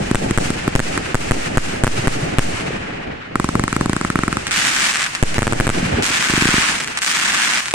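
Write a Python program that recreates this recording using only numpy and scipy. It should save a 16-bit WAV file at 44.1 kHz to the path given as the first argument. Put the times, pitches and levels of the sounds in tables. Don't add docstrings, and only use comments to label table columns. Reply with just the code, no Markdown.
import sys
import numpy as np
from scipy import signal
from scipy.fft import rfft, irfft
from scipy.io import wavfile
from scipy.ndimage import uniform_filter1d, minimum_filter1d

SR = 44100
rng = np.random.default_rng(int(sys.argv[2]) if len(sys.argv) > 2 else 0)


def natural_amplitude(level_db):
    exponent = np.asarray(level_db, float) / 20
    return 10 ** exponent


def store_pcm(level_fs):
    pcm = np.round(np.clip(level_fs, -1, 1) * 32767).astype(np.int16)
    wavfile.write(sys.argv[1], SR, np.atleast_2d(pcm).T)


N = 341325
T = np.arange(N) / SR
LEAD = 100
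LOCAL = T[:SR // 3] - LEAD / SR


def shape(points, size=4096):
    hz, db = np.transpose(points)
    f = np.maximum(np.fft.rfftfreq(size, 1 / SR), 1)
    cepstrum = irfft(np.interp(np.log(f), np.log(hz), db) * np.log(10) / 20)
    cepstrum[1:size // 2] *= 2
    cepstrum[size // 2 + 1:] = 0
    h = irfft(np.exp(rfft(cepstrum)))
    return h / h.max()


def ring(x, h):
    lead = np.argmax(h)
    return signal.fftconvolve(np.atleast_2d(x), h[None], axes=1)[:, lead:lead + N]


def unit(x):
    return x / np.sqrt(np.mean(x ** 2))


def cut(x, hz, kind):
    return signal.sosfiltfilt(signal.butter(2, hz, kind, fs=SR, output="sos"), x)


def walk(rate):
    k = int(SR / rate)
    held = np.repeat(rng.standard_normal(N // k + 1), k)
    return 2.27 * uniform_filter1d(uniform_filter1d(held, k), k)[:N]


def strikes(s, db, lag_ms):
    out = np.zeros((2, N))
    for port, side in enumerate((1, -1)):
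        at = np.round((s + side * lag_ms / 2e3) * SR).astype(int)
        np.add.at(out[port], np.clip(at, 0, N - 1), natural_amplitude(db) * (at < N))
    return out


def sound(hits, wave):
    return signal.fftconvolve(hits, wave[None], axes=1)[:, LEAD:LEAD + N]


def bell(t, width_s):
    return np.exp(-(t / width_s) ** 2 / 2)


def swell(t, rise_s):
    u = np.maximum(t, 0) / rise_s
    return u * np.exp(1 - u)


def mode(t, hz, rise_s):
    return np.sin(2 * np.pi * hz * t) * swell(t, rise_s)


def port_ring(hits):
    return sound(hits, mode(LOCAL + 0.00018, 7920, 0.00014))


# frequency in Hz, density in dB per Hz.
SCATTER_SPECTRUM = [(200, -81), (550, -34), (950, 6), (1700, 13), (2700, -1), (4100, -5), (7300, -7.5),
                    (9500, -4), (15000, -24), (20000, -25)]


def rattle(hits, decay_s):
    tail = signal.lfilter([1], [1, -np.exp(-1 / (decay_s * SR))], hits)
    return tail * unit(ring(rng.standard_normal((2, N)), shape(SCATTER_SPECTRUM)))


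# level in dB per burst, in dB per lift,
# in dB under a swarm, build-up in s, t60 in s.
ECHO_BANDS = [
    (-28, -31.5, -50, 0.072, 2.4),
    (-26, -38, -29, .09, 3.13),
    (-28.5, -41, -8.5, 0.083, 4.36),
    (-24.5, -37.5, -5, 0.023, 1.22),
]
# t60 in s of one band, in
LIFT_T60_S = [.8, 2.5, 5.4, 1.63]
# echoes left by earlier shots and the quiet night floor, dB; then burst dB per dB of trough.
EARLIER_DB, NIGHT_DB, SIZE_LAW = [-27, -30.5, -30.5, -32.5], [-43, -42, -55, -65], 0.51
# time in seconds, gain in dB.
SLOW_GAIN = [(0, 1.5), (.6, 1.1), (1.2, 0), (1.9, 0.4), (2.5, 0.3), (3.3, 2.3), (3.9, 0.8), (4.45, 1.5),
             (4.56, 0.5), (5.1, -1), (5.3, -0.2), (5.7, 0), (6.02, 2.5), (6.09, -5), (6.8, -1.5),
             (7.0, -5.5), (7.1, -5.5), (7.74, -4)]


def returns_db():
    s, trough_db = np.transpose(SHELL_BURSTS)[:2]
    burst = strikes(s, SIZE_LAW * trough_db, 0)[0] ** 2
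    lift = strikes(ALL_LIFTS[:, 0], 0, 0)[0]
    swarm = swarm_shape()[0] ** 2
    gain_db = np.interp(T, *np.transpose(SLOW_GAIN))
    out = []
    for band, lift_t60, old_db, night_db in zip(ECHO_BANDS, LIFT_T60_S, EARLIER_DB, NIGHT_DB):
        burst_db, lift_db, swarm_db, build_s, t60 = band
        keep = np.exp(-2 * np.log(1000) / (t60 * SR))
        build = np.exp(-1 / (build_s * SR))
        feed = signal.lfilter([1 - build], [1, -build], natural_amplitude(2 * burst_db) * burst)
        feed += natural_amplitude(2 * swarm_db) * (1 - keep) * swarm
        feed[0] += natural_amplitude(2 * old_db)
        power = signal.lfilter([1], [1, -keep], feed) + natural_amplitude(2 * night_db)
        power += natural_amplitude(2 * lift_db - 0.5) * signal.lfilter([1], [1, -keep ** (t60 / lift_t60)], lift)
        out.append(10 * np.log10(power) + gain_db)
    return out


# frequency in Hz, density in dB per Hz.
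RUMBLE_SPECTRUM = [(12, -90), (20, 6), (27, -4), (151, 1.5), (286, -2.5), (644, -13), (698, -12),
                   (900, -16), (1170, -102), (1980, -120)]
# frequency in Hz, density in dB per Hz.
HISS_SPECTRUM = [(300, -38), (600, -19), (1000, -11), (1600, -6.5), (2800, -9), (3400, -15), (4200, -15.5),
                 (7600, -16.5), (9500, -20), (15000, -37), (20000, -49)]


def surroundings():
    deep_db, rumble_db, hiss_db, treble_db = returns_db()
    bass_db, top_db = deep_db - rumble_db, treble_db - hiss_db
    lumps = rng.standard_normal((2, N)) * natural_amplitude(1.5 * walk(40))
    mid, side = unit(ring(lumps, shape(RUMBLE_SPECTRUM)))
    mid = mid + (natural_amplitude(bass_db) - 1) * cut(mid, 163, "low")
    side = 0.14 * side + 2.22 * cut(side, 430, "high")
    rumble = mid + side * np.array([[1], [-1]])
    grain = rng.standard_normal((2, N)) * natural_amplitude(1.0 * walk(60))
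    hiss = unit(ring(grain, shape(HISS_SPECTRUM)))
    hiss = hiss + (natural_amplitude(top_db) - 1) * cut(hiss, 3600, "high")
    return natural_amplitude(rumble_db + 3.0) * rumble + natural_amplitude(hiss_db + 3.5) * hiss


# time in seconds, level in dB, pitch in Hz.
HOUSE_BOOMS = [(1.475, -19.5, 140), (1.995, -13, 126), (2.2348, -12.5, 145), (2.5445, -19, 91),
               (5.831, -9.5, 200), (5.848, -14, 170), (5.862, -15.5, 130), (5.884, -19, 170),
               (5.924, -13, 125), (5.944, -11.5, 89), (5.979, -16, 180), (6.003, -24, 100),
               (5.91, -18, 220), (5.936, -18, 300), (5.9658, -18, 310), (5.9874, -10, 350),
               (5.9998, -11.5, 280), (6.0336, -17, 303)]


def booms():
    out, t = np.zeros(N), np.arange(-1000, 1000) / SR
    for s, db, hz in HOUSE_BOOMS:
        i = int(s * SR) - len(t) // 2
        width_s = .55 / hz
        out[i:i + len(t)] += natural_amplitude(db) * np.cos(2 * np.pi * hz * t) * bell(t, width_s)
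    return out


def far_wall():
    return sound(strikes(np.array([2.7065]), -13.5, .1), -mode(LOCAL + 0.00056, 430, 0.0012))


# frequency in Hz, density in dB per Hz.
SNAP_SPECTRUM = [(150, -47), (600, -10.5), (1500, 7), (2400, 4), (4200, -3.5), (7800, -5.5), (11000, -15),
                 (16000, -20.5)]


def snap(hits):
    h = shape(SNAP_SPECTRUM)
    return 0.85 * ring(hits, h) + 0.13 * ring(hits[:, ::-1], h)[:, ::-1]


# start in seconds, length in seconds, peak in dB, treble tilt in dB.
STAR_SWARMS = [
    (4.507, 0.42, -17, 1.6),
    (4.934, 0.15, -22, -11),
    (6.021, 0.091, -19, 5),
    (6.102, 0.54, -17, 0.6),
    (6.33, .38, -15, -8),
    (6.687, 0.113, -22, -3),
    (7.006, 0.13, -27.5, 12),
    (7.057, .19, -19, 2),
    (7.206, 0.405, -16, 0.8),
]
SWARM_EDGE_DB, SWARM_PEAK_AT, SWARM_FADE_S = -1.5, 0.38, 0.013
POPS_PER_MS, THIN_PER_MS, THIN_S = 1.1, 0.76, 0.11


def swarm_shape():
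    power, rate, top = np.zeros((3, N))
    for s, length_s, db, tilt_db in STAR_SWARMS:
        u = (T - s) / length_s
        rising, falling = 1 - u / SWARM_PEAK_AT, (u - SWARM_PEAK_AT) / (1 - SWARM_PEAK_AT)
        arch = np.where(u < SWARM_PEAK_AT, rising, falling) ** 2
        gate = np.clip(np.minimum(u, 1 - u) * length_s / SWARM_FADE_S, 0, 1)
        own = (gate * natural_amplitude(db + SWARM_EDGE_DB * np.minimum(arch, 1))) ** 2
        power, top = power + own, top + own * natural_amplitude(2 * tilt_db)
        thin = np.interp((1 - u) * length_s, [0, THIN_S], [THIN_PER_MS, POPS_PER_MS])
        rate = np.maximum(rate, (gate > 0) * np.clip(thin, .2, 8))
    return np.sqrt(power), rate, np.sqrt(top / (power + 1e-18))


# time in seconds, peak in dB, left port lag in ms.
SINGLE_POPS = [(4.4688, -2.1, 0.09), (4.4725, -7.5, 0.11), (4.4782, -5.0, 0.07), (4.4819, -8.7, 0.11),
               (4.5105, -1.5, 0.09), (4.5157, -3.4, -0.52), (4.5197, -5.7, 0.11), (4.5277, -3.2, 0.09),
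               (4.9217, -6, 0.0), (4.9305, -6, 0.0), (4.9386, -4.5, 0.0), (4.9457, -5.0, 0.0),
               (4.9509, -4.5, -0.02), (4.9574, -1.9, -0.02), (4.9658, -5.3, 0.07), (4.97, -3.2, -0.02),
               (4.9724, -5.0, 0.52), (4.9952, -4.3, 0.5), (5.0003, -5.4, -0.02), (5.0088, -4.8, 0.0),
               (5.0198, -2.8, 0.0), (5.0227, -5.0, 0.0), (5.0292, -5.0, 0.0), (5.0414, -2.3, 0.23),
               (5.0464, -6.4, 0.29), (5.0641, -6.0, 0.0), (5.0691, -9.3, 0.07), (5.151, -0.9, 0.16),
               (5.1557, -6.1, 0.2), (5.3438, -5.6, -0.02),
               (6.0245, -1.4, 0.16), (6.0275, -8.9, 0.18), (6.783, -9.4, -0.02), (6.7869, -9.1, -0.11),
                    (6.8016, -5.9, -0.02), (6.8053, -4.4, 0.0), (6.8098, -7.8, 0.05), (6.8145, -6.6, 0.07),
                    (6.8385, -7.9, -0.14), (6.8453, -7.1, -0.11), (6.8757, -5.3, -0.09),
                    (6.8824, -7.5, -0.07), (6.9743, -0.2, 0.14), (6.9778, -4.5, 0.18), (6.9818, -7.4, 0.14),
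                    (6.9872, -5.4, 0.2), (6.9899, -6.0, 0.2), (7.0197, -2.6, 0.09), (7.0234, -2.4, -0.43),
                    (7.0286, -2.9, 0.14), (7.0331, -1.3, 0.09), (7.037, -8.8, 0.11), (7.0467, -1.3, 0.14),
                    (7.6049, -5.2, 0.05), (7.658, -3.2, 0.05), (7.663, -8.5, 0.07), (7.6838, -4.3, 0.05),
                    (7.7108, -3.5, 0.05), (7.7158, -7.9, 0.09)]
ALL_POPS = np.array(SINGLE_POPS)


def crackle():
    draw = rng.random((4, N))
    level, rate, top = swarm_shape()
    hit = draw[0] < rate * 1e3 / SR
    size_db = -3.0 * np.log(1 - .97 * draw[1, hit]) - 10 * np.log10(rate[hit])
    lag_ms = .08 + .5 * (draw[2, hit] - .5)
    ground_s = .004 + .004 * draw[3, hit]
    swarm = strikes(T[hit], size_db, lag_ms) + strikes(T[hit] + ground_s, size_db - 5, lag_ms)
    swarm = snap(swarm)
    swarm = swarm / np.sqrt(np.mean(swarm[:, rate > 0] ** 2))
    swarm = swarm + natural_amplitude(-12.5) * unit(rattle(np.ones((2, N)), .01))
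    swarm = swarm + (top - 1) * cut(swarm, 4500, "high")
    hum = cut(cut(draw[3] - .5, 200, "high"), 250, "low")
    swarm = swarm + natural_amplitude(-20.5) * unit(hum)
    single = strikes(*ALL_POPS.T)
    single_pops = natural_amplitude(0.5) * snap(single) + natural_amplitude(-13) * port_ring(single) + natural_amplitude(-18.5) * rattle(single, 0.00093)
    return natural_amplitude(-0.5) * level * swarm + single_pops


def ducking():
    duck_db, release_s = -9, 0.041
    burst_hits = strikes(np.array(SHELL_BURSTS)[:, 0] - .006, 0, 0)[0]
    hits = burst_hits + strikes(ALL_LIFTS[:, 0] - .004, -11.5, 0)[0]
    held = signal.lfilter([1], [1, -np.exp(-1 / (release_s * SR))], hits)
    return natural_amplitude(duck_db * uniform_filter1d(np.minimum(held, 1.3), size=200))


# time in seconds, thump in dB, tube ring in dB, tube pitch in Hz.
LIFT_CHARGES = [(0.113, -1.5, -11.5, 1355), (0.3097, -3, -17, 1300), (0.504, -5.5, -16, 1300.0),
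                (0.6785, -1.5, -8, 1350), (0.9767, -11, -7.5, 1330), (3.3564, -6, -1, 1290),
                (3.399, -5.5, -4.5, 1180), (3.444, -5.5, -5.5, 1180), (3.4899, -7, -7.5, 1200),
                (3.5538, -3, -4.5, 1210), (3.5957, -6.5, -7, 1270), (3.6383, -6.5, -7, 1240),
                (3.6796, -13, -6.5, 1280), (3.7282, -9.4, -7, 1370), (3.7647, -5, -5.5, 1320),
                (3.8107, -4, -6.5, 1170), (3.8592, -5, -12, 1100), (3.896, -4, -12, 1120),
                (3.932, -7, -9.5, 1110), (3.9654, -7.5, -8.5, 1300), (4.0126, -9, -6.5, 1270),
                (4.049, -7.5, -5, 1260), (4.102, -7.5, -6, 1360), (4.157, -3.5, -3, 1310),
                (4.19, -6.5, -6.5, 1290), (4.2351, -6, -4, 1320), (4.28, -6.5, -4.5, 1330),
                (4.3278, -10, -7, 1400), (4.3702, -10, -6.5, 1270),
                (6.2986, -8.5, -9, 1550),
    (6.337, -5, -13, 1480),
    (6.3774, -5, -16, 1550),
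    (6.422, -3.5, -12, 1450.0),
    (6.4548, -4, -14, 1290),
    (6.4881, -6, -17, 1310),
    (6.5406, -5, -9, 1270),
    (6.5812, -7, -9, 1630.0),
]
ALL_LIFTS = np.array(LIFT_CHARGES)
TUBE_RISE_S, TUBE_LAW = 0.00061, 0.16


def lifts():
    s, thump_db, ring_db, tube_hz = ALL_LIFTS.T
    lag_ms, t = .09, LOCAL[:600]
    thump = np.sin(2 * np.pi * 255 * np.maximum(t + .0007, 0)) * bell(t - .0013, .0014)
    thump = thump - 0.17 * bell(t - .0021, 0.001) + 0.24 * swell(t - .003, 0.0021)
    thump = thump + 0.18 * mode(t + 0.00067, 603, 0.001)
    out = sound(strikes(s, thump_db - 1.5, lag_ms), thump)
    for at, db, hz in zip(s, ring_db, tube_hz):
        rise_s = TUBE_RISE_S * natural_amplitude(TUBE_LAW * (db + 6))
        tube = np.cos(2 * np.pi * hz * t) * swell(t + 0.00043, rise_s)
        tube = tube + 0.22 * np.roll(tube, 165)
        tube = tube + 0.28 * mode(t + 0.00037, 1.8 * hz, 0.0007)
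        for port, side in enumerate((1, -1)):
            i = int((at + side * lag_ms / 2e3) * SR) - LEAD
            out[port, i:i + len(t)] += natural_amplitude(db - 1.0) * tube
    muzzle = strikes(s, -7 + 1.3 * rng.standard_normal(len(s)), lag_ms)
    crack = ring(muzzle, shape(SNAP_SPECTRUM)) + natural_amplitude(-5.0) * port_ring(muzzle)
    return out + crack + natural_amplitude(-9.5) * rattle(muzzle, 0.0022)


# time in seconds, suction trough in dB, left port lag in ms, ground echo delay in ms.
SHELL_BURSTS = [(0.1471, -7.6, 0.02, 8.5), (0.3761, -4.6, 0.09, 8.48), (0.7529, -3.4, 0.14, 7.6),
                (0.794, -10.3, 0.16, 7.82), (1.1453, -5.7, 0.14, 7.96), (1.3104, -3.7, 0.18, 8.16),
                (1.5727, -3.0, 0.02, 8.0), (1.8368, -1.8, -0.09, 7.82), (1.8687, -9.2, -0.07, 8.37),
                (2.0727, -3.9, -0.09, 7.44), (2.3848, -1.7, 0.0, 7.53), (5.227, -1.2, 0.27, 8.1),
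                (5.3821, -5.2, 0.16, 8.57), (5.4212, -8.3, 0.09, 8.73), (5.4697, -9.5, -0.02, 8.64),
                (5.5245, -9.1, 0.25, 8.55), (5.6006, -5.0, 0.07, 7.98), (5.6693, -7.2, -0.09, 7.6),
                (5.6921, -9.0, 0.0, 8.82), (7.7388, -1.0, 0.0, 8.0)]


def bursts():
    s, trough_db, lag_ms, echo_ms = np.transpose(SHELL_BURSTS)
    echo_s = s + echo_ms / 1e3
    front = strikes(s, -1.0, lag_ms) + strikes(echo_s, -0.88, lag_ms)
    suction = strikes(s, trough_db + 0.95, lag_ms) + strikes(echo_s, 0.28 * trough_db - 7.5, lag_ms)
    wave = -.7 * swell(LOCAL - .0003, 0.0008) - 0.24 * bell(LOCAL - .0022, 0.00097)
    wave = wave - 0.14 * swell(LOCAL, 0.0072)
    rebound = sound(strikes(s, 1.7 * trough_db, lag_ms), .17 * swell(LOCAL - .012, .04))
    push = 0.7 * swell(LOCAL + 0.00018, 0.00009) + 0.26 * mode(LOCAL + 0.000067, 1560, 0.00028)
    h = shape(SNAP_SPECTRUM)
    shock = ring(0.41 * front, h) + sound(front, push) + natural_amplitude(-12.5) * port_ring(front)
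    wall = ring(strikes(echo_s + echo_ms / 1e3, -31.0, -lag_ms), h)
    return shock + wall + rebound + sound(suction, wave) + natural_amplitude(-4.5) * rattle(suction, 0.0014)


def scene():
    return bursts() + lifts() + far_wall() + booms() + ducking() * (crackle() + surroundings())


HOLE_DB, HOLE_SPAN_DB = -73.5, 29


def holes(x):
    f, t, z = signal.stft(x, SR, nperseg=1024)
    field = uniform_filter1d(rng.standard_normal(z.shape[1:]), size=5, axis=0)
    field = uniform_filter1d(field, size=3, axis=1)
    quietest = minimum_filter1d(-np.abs(cut(x[0], 500, "low")), size=700)
    calm = quietest[np.minimum(t * SR, N - 1).astype(int)] > -.36
    band = z[:, (f > 9700) & (f < 15200)]
    top_db = 10 * np.log10(np.mean(np.abs(band) ** 2, axis=(0, 1)) + 1e-18)
    patch = field > np.minimum((top_db - HOLE_DB) / HOLE_SPAN_DB, 1 / 12)
    empty = (patch & (f > 9700)[:, None] | (f > 15200)[:, None]) & calm
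    return signal.istft(z * np.where(empty, .02, 1), SR, nperseg=1024)[1][:, :N]


def top_cut(x):
    return signal.sosfilt(signal.butter(12, 16370, fs=SR, output="sos"), x)


def record(dry):
    low = signal.sosfiltfilt(signal.ellip(6, .1, 40, 9700, fs=SR, output="sos"), dry)
    heard, knee = low + natural_amplitude(-4.5) * (dry - low), .8
    over = np.maximum(np.abs(heard) - knee, 0)
    soft = np.clip(heard, -knee, knee) + np.sign(heard) * (1 - knee) * np.tanh(over / (1 - knee))
    return top_cut(holes(soft))


dry = scene()
out = record(dry)
store_pcm(out)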